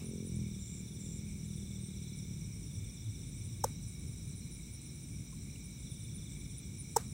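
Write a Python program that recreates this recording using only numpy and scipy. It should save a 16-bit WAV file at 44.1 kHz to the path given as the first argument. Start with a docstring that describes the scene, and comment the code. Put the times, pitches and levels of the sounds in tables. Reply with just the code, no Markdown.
"""Crickets chirp and trill in falling syllables over a far motorbike, at night on a marshy bank.
The bike, pulses through an exhaust, slows and fades into a low rumble of shaped noise.
Mole crickets churr (a tone and a noise band) and katydids buzz above (noise bands beaten by wing strokes).
Grass brushes briefly and stems tick: noise bursts. Close by, bubbles pop in a wet mud burrow, twice
sharply: decaying sines and a crackle."""
import sys
import numpy as np
from scipy import signal
from scipy.fft import rfft, irfft, next_fast_len
from scipy.io import wavfile
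from scipy.ndimage import map_coordinates

SR = 44100
rng = np.random.default_rng(int(sys.argv[2]) if len(sys.argv) > 2 else 0)


def output_pcm(signal):
    """Save a mono or channel-first signal as 16-bit PCM at the path in sys.argv[1].

    Samples are clipped to [-1, 1] before scaling.
    """
    pcm = np.clip(np.atleast_2d(signal).T, -1, 1) * 32767
    wavfile.write(sys.argv[1], SR, np.round(pcm).astype(np.int16))


N = 314433
TIME = np.arange(N) / SR
TOP_HZ = 15780

# Table levels are relative: sources apply further gains.
# left-right correlation of noise and scatter: f/Hz, correlation
CORRELATION = [(110, 1), (200, .99999), (380, 0.98), (700, 0.93), (1290, 0.99), (2300, 1), (3700, 0.91),
               (5700, 0.85), (7000, 1), (8500, 0.72), (9800, 0.89), (11000, 0.96)]
# near cricket phrases, singles then pairs: start/s, first pair/s, pair rate/Hz, level/dB
CHIRP_PHRASES = [(0, .181, 8.97, -57), (.957, 1.183, 9.15, -57.5), (1.972, 2.192, 8.93, -55.5),
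                 (3.1, 3.386, 8.85, -56), (3.957, 4.185, 8.85, -58), (4.985, 5.163, 8.85, -58.5),
                 (5.91, 6.083, 9.1, -58), (6.9, 7.068, 9, -57.5)]
SINGLES_PER_S, PAIR_GAP_S, SYLLABLE_SCATTER_DB = 17.5, 0.033, 1
# distant rumble level: t/s, level/dB
RUMBLE_LEVEL = [(0, -47.5), (1.8, -48.5), (3.3, -46), (4.4, -47.5), (7.13, -46.5)]
# distant rumble spectrum: f/Hz, density/(dB per Hz)
RUMBLE_SPECTRUM = [(15, -31), (24, -22), (37, -26), (50, -2), (76, -5), (98, -2.5), (144, -2), (173, -5),
                   (259, -14), (340, -20.5), (420, -26.5), (525, -34), (800, -50.5), (1760, -120)]
# throbs in the rumble: centre t/s, level/dB
RUMBLE_THROBS = [(2.78, -42.5), (3.1, -43.5), (3.43, -43.5), (3.6, -44), (3.86, -44.5), (4.13, -44.5),
                 (6.05, -43)]
THROB_HZ, THROB_WIDTH_HZ, THROB_S = 102.4, 10.4, 0.075
# far chorus and hiss spectrum: f/Hz, density/(dB per Hz)
CHORUS_SPECTRUM = [(400, -6), (1800, -10.5), (2800, -7), (3300, -7.5), (3800, 3.5), (4400, -13), (5200, -4),
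                   (5750, 8), (6350, -5), (7600, 0), (9500, -23), (10300, -15), (14000, -10.5), (15500, -6)]
# steady katydids: pitch f/Hz, bandwidth/Hz, wing stroke rate/Hz, level/dB
STEADY_KATYDIDS = [(7830, 374, 164, -63.5), (8640, 62, 118, -65.5), (9290, 303, 120, -64)]
# grass brush spectrum: f/Hz, level/dB
BRUSH_SPECTRUM = [(400, 9), (1400, -3.5), (2000, -8), (2600, 5), (3400, -8), (9000, -10)]
# dry stem ticks: t/s, level/dB
STEM_TICKS = [(4.818, -49), (6.321, -44)]
# stem tick spectrum: f/Hz, level/dB
STEM_SPECTRUM = [(1500, -25), (3800, -13), (6000, -13), (8300, 11), (9500, -11), (12000, -25)]
# motorbike: t/s, firing rate/Hz, level/dB
BIKE_COURSE = [(0, 43.3, -55), (.26, 44.4, -47.5), (.34, 42, -37), (.44, 41, -37), (.72, 36.3, -49),
               (1.2, 41.4, -44.5), (1.6, 39.8, -41), (2.25, 37, -42.5), (2.65, 34, -47), (3.1, 29.5, -66),
               (7.13, 30, -87)]
# exhaust spectrum: f/Hz, level/dB
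EXHAUST_SPECTRUM = [(25, -25), (50, -3.5), (80, -1), (110, 2), (200, 1), (265, -27.5), (350, -16),
                    (420, -34.5), (600, -46), (1000, -72)]
# bark spectrum, open throttle: f/Hz, level/dB
BARK_SPECTRUM = [(100, -57), (210, 5.5), (300, -11), (400, -5), (500, -14), (650, -38), (1200, -61)]
# throttle bursts: start/s, end/s, bark level/dB
THROTTLE_BURSTS = [(0, .3, -48.5), (0.748, 1.24, -62.5)]
THROTTLE_RAMP_S, COAST_BARK_DB = 0.066, -23
# lower cricket trills: start/s, end/s, syllable rate/Hz, level/dB
TRILL_BOUTS = [(.02, .44, 21, -60.5), (.455, .8, 22.2, -56.5), (.835, 1.25, 22, -57.5),
               (1.447, 2.4, 22.5, -58.5), (2.627, 3.6, 22.9, -59.5), (5.782, 6.7, 22.3, -58)]
TRILL_RISE_S, TRILL_FALL_S, TRILL_FADE_DB = 0.084, 0.45, 6
# neighbour's unbroken trill: t/s, level/dB
NEIGHBOUR_LEVEL = [(0, -66.5), (1.3, -70), (2.1, -59.5), (2.55, -76), (3.6, -63), (4.8, -62.5), (5.1, -72),
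                   (5.6, -64), (7.13, -65)]
# runs of short swells of a high noise band: start/s, end/s, level/dB
HIGH_BAND_SWELL_RUNS = [(0.039, .42, -58), (3.894, 5.2, -58), (5.685, 6.9, -55.5)]
SWELLS_PER_S, SWELL_S = 8.5, 0.018
# katydid rasps: start/s, end/s, pitch f/Hz, level/dB
KATYDID_RASPS = [(0.581, 0.831, 7340, -56.5), (0.983, 1.2, 7375, -55.5), (1.796, 1.89, 8500, -56.5)]
# pops: t/s, bubble f/Hz, level/dB, gulp f/Hz, gulp level/dB, crackle level/dB, length/s
BUBBLE_POPS = [(3.6401, 870, -22.5, 526, -21, -32, 0.0065), (5.324, 1050, -61, 507, -75, -74, 0.016),
               (5.558, 2780, -52.5, 500, -78, -66, 0.004), (6.9631, 885, -18.3, 450, -24.5, -28.5, 0.0081)]
# burrow air modes: f/Hz, level/dB, t60/s
BURROW_MODES = [(325.5, -35, 0.025), (458, -7.5, 0.048), (985, -18, 0.017), (1400, -31, 0.0083),
                (1740, -37, 0.017)]
# pop crackle response: f/Hz, gain/dB
CRACKLE_RESPONSE = [(300, -5), (1200, 1), (1700, -7.5), (2500, -26), (3800, -13.5), (4700, -23.5),
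                    (5450, 4), (6700, -4), (7750, 4), (8900, -0.5), (10200, -15), (15500, -5)]
# left-right correlation of the pop crackle: f/Hz, correlation
CRACKLE_CORRELATION = [(300, .99), (1200, 0.97), (2500, 1), (4500, 0.76), (5500, 0.95), (9500, .99),
                       (11000, .8), (14000, .1)]
# scatter off the mud: f/Hz, gain/dB
BANK_RESPONSE = [(300, -12), (800, -2.5), (1500, -5.5), (3000, -15.5), (9000, -7), (15000, -22)]


def amp(db):
    """Decibels to amplitude."""
    return 10 ** (np.asarray(db) / 20)


def unit(x):
    """Scale to unit RMS."""
    return x / np.sqrt(np.mean(x ** 2) + 1e-20)


def along(points, hz):
    """Interpolate (f/Hz, value) points on a log frequency axis."""
    f, value = np.transpose(points)
    return np.interp(np.log(hz + 1), np.log(f + 1), value)


def curves(rows):
    """One value per sample for each column after the time."""
    s, *columns = np.transpose(rows)
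    return [np.interp(TIME, s, column) for column in columns]


def wobble(knots_per_s):
    """Smooth random curve through normally distributed knots."""
    knots = rng.standard_normal(int(N * knots_per_s / SR) + 4)
    return map_coordinates(knots, [TIME * knots_per_s])


def filtered(x, response):
    """Apply a frequency response by FFT."""
    m = next_fast_len(N + SR // 2)
    return irfft(rfft(x, m) * response(np.fft.rfftfreq(m, 1 / SR)), m)[..., :N]


def coloured(x, spectrum):
    """Filter through (f/Hz, gain/dB) points."""
    return filtered(x, lambda hz: amp(along(spectrum, hz)))


def spread(pair, correlation=CORRELATION):
    """Mix two unrelated signals into left and right with a set correlation at each frequency."""
    def mid_side_gains(hz):
        angle = np.arccos(np.clip(along(correlation, hz), -1, 1)) / 2
        return np.array([np.cos(angle), np.sin(angle)])

    mid, side = filtered(pair, mid_side_gains)
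    return np.array([mid + side, mid - side])


def noise(correlation=CORRELATION):
    """Stereo white noise."""
    return spread(rng.standard_normal((2, N)), correlation)


def beats(rate_hz):
    """Times at which a running rate completes a cycle."""
    cycles = np.cumsum(rate_hz) / SR + rng.random()
    return TIME[1:][np.diff(np.floor(cycles)) > 0]


def gate(start, end, ramp_s):
    """One between start and end, with sloping edges."""
    return np.clip(np.minimum(TIME - start, end - TIME) / ramp_s + .5, 0, 1)


def add(track, s, sound):
    """Mix a sound into a track at time s."""
    start = round(s * SR)
    lo, hi = max(start, 0), min(start + len(sound), N)
    if hi > lo:
        track[lo:hi] += sound[lo - start:hi - start]


def reeds(x, wet_db, t60_s):
    """Direct sound plus its scatter among the stems, a decaying noise tail."""
    t = TIME[:SR // 3]
    tail = rng.standard_normal((2, len(t))) * amp(-60 * t / t60_s)
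    scatter = spread(signal.fftconvolve(x[None], tail, axes=1)[:, :N])
    return x + amp(wet_db) * np.std(x) * unit(scatter)


def syllables(times, levels_db, pitch_hz, fall, length_s, scatter):
    """One wing closure each: a tone that swells and dies, sinking in pitch as the wing slows."""
    # fall and scatter are fractions of the pitch
    track, u = np.zeros(N), np.linspace(-.5, .5, int(length_s * SR))
    swell = np.cos(np.pi * u) ** 2
    for s, db, (detune, phase) in zip(times, levels_db, rng.standard_normal((len(times), 2))):
        hz = pitch_hz * (1 + scatter * detune - fall * u)
        tone = np.sin(2 * np.pi * (np.cumsum(hz) / SR + phase))
        add(track, s - length_s / 2, amp(db) * swell * tone)
    return track


def buzz(pitch_hz, width_hz, strokes_hz, depth):
    """A noise band beaten by fast, slightly unsteady strokes."""
    band = filtered(noise(), lambda hz: np.exp(-((hz - pitch_hz) / width_hz) ** 2 / 4))
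    cycles = np.cumsum(strokes_hz * (1 + 0.00854 * wobble(3.016))) / SR
    return unit(band * (1 + depth * np.sin(2 * np.pi * cycles)))


def phrase(start, first_pair, end, pairs_per_s):
    """Syllable times: evenly spaced singles, then pairs until the phrase ends."""
    count = round((first_pair - start) * SINGLES_PER_S)
    singles = np.linspace(start, first_pair, count, endpoint=False)
    pairs = np.arange(first_pair, end - PAIR_GAP_S, 1 / pairs_per_s)
    return np.concatenate([singles, pairs, pairs + PAIR_GAP_S])


def chirping_crickets():
    """Falling wing tones: a near cricket sings in phrases; a higher neighbour runs on behind it."""
    ends = [row[0] for row in CHIRP_PHRASES[1:]] + [N / SR]
    events = []
    for (start, first_pair, rate, db), end in zip(CHIRP_PHRASES, ends):
        events += [(s, db) for s in phrase(start, first_pair, end, rate)]
    s, db = np.transpose(events)
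    levels_db = rng.normal(db + 0.55, SYLLABLE_SCATTER_DB)
    near = syllables(s, levels_db, pitch_hz=5662, fall=0.151, length_s=0.039, scatter=0.005)
    s = beats(36.5 + 1.5 * wobble(4.7))
    levels_db = rng.normal(-63, 0.85, len(s))
    far = syllables(s, levels_db, pitch_hz=5920, fall=0.1217, length_s=.03, scatter=0.00975)
    return reeds(near, wet_db=-6, t60_s=.15) + reeds(far, wet_db=-2, t60_s=.2)


def background():
    """Far traffic rumbles and throbs under a distant chorus, all as shaped noise."""
    level_db, = curves(RUMBLE_LEVEL)
    waver_db = 1.1 * wobble(9)
    rumble = amp(level_db + 1 + waver_db) * unit(coloured(noise(), RUMBLE_SPECTRUM))
    swells = sum(amp(db) * np.exp(-((TIME - s) / THROB_S) ** 2) for s, db in RUMBLE_THROBS)
    band = filtered(noise(), lambda hz: np.exp(-((hz - THROB_HZ) / THROB_WIDTH_HZ) ** 2 / 4))
    chorus = amp(-59.5) * unit(coloured(noise(), CHORUS_SPECTRUM))
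    return rumble + swells * unit(band) + chorus


def mole_cricket():
    """One holds a pure tone beaten by wing strokes; others smear into a band around it."""
    strokes = 1 + .5 * np.sin(2 * np.pi * np.cumsum(100.0 + 0.72 * wobble(2.6)) / SR)
    note = np.sin(2 * np.pi * np.cumsum(2286 + 9 * wobble(25)) / SR)
    swell_db = 1.5 * wobble(6) + 2 * wobble(30)
    others = amp(-69.5 + 1.8 * wobble(9.1)) * buzz(2301, 97, 129.5, depth=0.24)
    return amp(-72.0 + swell_db) * strokes * note + others


def steady_katydids():
    """Wing resonances scraped by fast strokes; they swell a little and flutter fast."""
    total = 0
    for hz, width_hz, strokes_hz, db in STEADY_KATYDIDS:
        flutter_db = .8 * wobble(4) + 2.4 * wobble(35)
        total = total + amp(db + flutter_db) * buzz(hz, width_hz, strokes_hz, depth=0.29)
    return total


def grass():
    """A faint brush of grass dies away and dry stems tick: enveloped noise."""
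    brush = amp(-59.0) * np.exp(-(TIME / 0.09) ** 2) * unit(coloured(noise(), BRUSH_SPECTRUM))
    snaps = sum(amp(db) * np.exp(-((TIME - s) / 0.0013) ** 2) for s, db in STEM_TICKS)
    return brush + snaps * unit(coloured(noise(), STEM_SPECTRUM))


def exhaust_and_echo(hz):
    """All-pass pipe that delays the bass most, and an echo from the land 9.75 ms later."""
    pipe = np.exp(-4j * np.pi * np.arctan(hz / 110))
    return pipe * (1 + 0.16 * np.exp(-2j * np.pi * hz * 0.00975))


def motorbike():
    """One pulse per firing through the exhaust; it barks while the throttle is open."""
    rate_hz, db = curves(BIKE_COURSE)
    s = beats(rate_hz * (1 + 0.007 * wobble(24.9)))
    firings = np.zeros(N)
    firings[(s * SR).astype(int)] = amp(rng.normal(0, 1.45, len(s)))
    firings = filtered(firings, exhaust_and_echo)
    throttle = amp(db + COAST_BARK_DB)
    for start, end, bark_db in THROTTLE_BURSTS:
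        throttle = throttle + amp(bark_db) * gate(start, end, THROTTLE_RAMP_S)
    bark = throttle * amp(1.3 * wobble(40.8)) * unit(coloured(firings, BARK_SPECTRUM))
    return amp(db - 3.0) * unit(coloured(firings, EXHAUST_SPECTRUM)) + bark


def trill(start, end, rate_hz, db):
    """(t/s, level/dB) of even syllables: a quick swell in, a slow fade out."""
    s = np.arange(start, end, 1 / rate_hz)
    fade = np.clip(1 - np.minimum((s - start) / TRILL_RISE_S, (end - s) / TRILL_FALL_S), 0, 1)
    return np.array([s, db - TRILL_FADE_DB * fade])


def trilling_crickets():
    """Falling wing tones: a lower cricket trills in bouts against a neighbour that never stops."""
    s, db = np.hstack([trill(*row) for row in TRILL_BOUTS])
    levels_db = db + rng.normal(0.2, 1, len(s))
    lead = syllables(s, levels_db, pitch_hz=3577, fall=0.148, length_s=0.028, scatter=0.011)
    s = beats(21.0 + .8 * wobble(5))
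    levels_db = np.interp(s, *np.transpose(NEIGHBOUR_LEVEL)) + rng.normal(0, 1.8, len(s))
    second = syllables(s, levels_db, pitch_hz=3928, fall=0.121, length_s=0.028, scatter=.012)
    return reeds(lead, wet_db=-3.5, t60_s=0.59) + reeds(second, wet_db=-1, t60_s=0.4)


def high_band_swells():
    """Short swells of a high noise band, loosely paced."""
    swells = 0
    for start, end, db in HIGH_BAND_SWELL_RUNS:
        for s in np.arange(start, end, 1 / SWELLS_PER_S):
            level = amp(db + rng.normal(0, 2.8))
            swells = swells + level * np.exp(-((TIME - s - rng.normal(0, 0.03)) / SWELL_S) ** 2)
    return swells * buzz(9350, 210, 130, depth=0.3)


def katydid_rasps():
    """Scraped wing resonances gated into a few long rasps."""
    rasps = 0
    for start, end, hz, db in KATYDID_RASPS:
        edges = np.clip(np.minimum(TIME - start, end - TIME) / 0.021, 0, 1)
        rasps = rasps + amp(db) * edges * buzz(hz, 170, 164, depth=0.43)
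    return rasps


def pops():
    """A bubble swings and bursts in a crackle; the water closes with a gulp and the burrow rings."""
    ring, fizz, t = np.zeros(N), np.zeros(N), TIME[:SR // 8]
    onset = 1 - np.exp(-t / 0.0017)
    cavity = sum(amp(db - 60 * t / t60) * np.sin(2 * np.pi * hz * t) for hz, db, t60 in BURROW_MODES)
    for s, hz, db, gulp_hz, gulp_db, crackle_db, length_s in BUBBLE_POPS:
        swing = np.sin(np.pi * np.minimum(t / length_s, 1)) * np.sin(2 * np.pi * hz * t)
        gulp = amp(gulp_db - 60 * t / 0.034) * np.sin(2 * np.pi * gulp_hz * t)
        burst_s = s + length_s / 2
        add(ring, s, amp(db) * (swing + onset * cavity))
        add(ring, burst_s, onset * gulp)
        fizz += amp(crackle_db + 7) / (1 + ((TIME - burst_s) / (.5 * length_s)) ** 4)
    crackle = coloured(fizz * noise(CRACKLE_CORRELATION), CRACKLE_RESPONSE)
    # the bank scatters a faint, dull tail
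    decay = amp(-60 * TIME / .22)
    echo = signal.fftconvolve(fizz, decay / decay.sum())[:N]
    return ring + crackle + echo * coloured(noise(), BANK_RESPONSE)


def scene():
    """Sum the sources; insects and high-band swells sit slightly to the right."""
    high_layers = chirping_crickets() + mole_cricket() + steady_katydids()
    high_layers = high_layers + trilling_crickets() + high_band_swells() + katydid_rasps()
    high_layers = high_layers * amp([[-.4], [.4]])
    return high_layers + background() + grass() + motorbike() + pops()


def record(dry):
    """Keep nothing at or above the band limit."""
    return filtered(dry, lambda hz: hz < TOP_HZ)


dry = scene()
out = record(dry)
output_pcm(out)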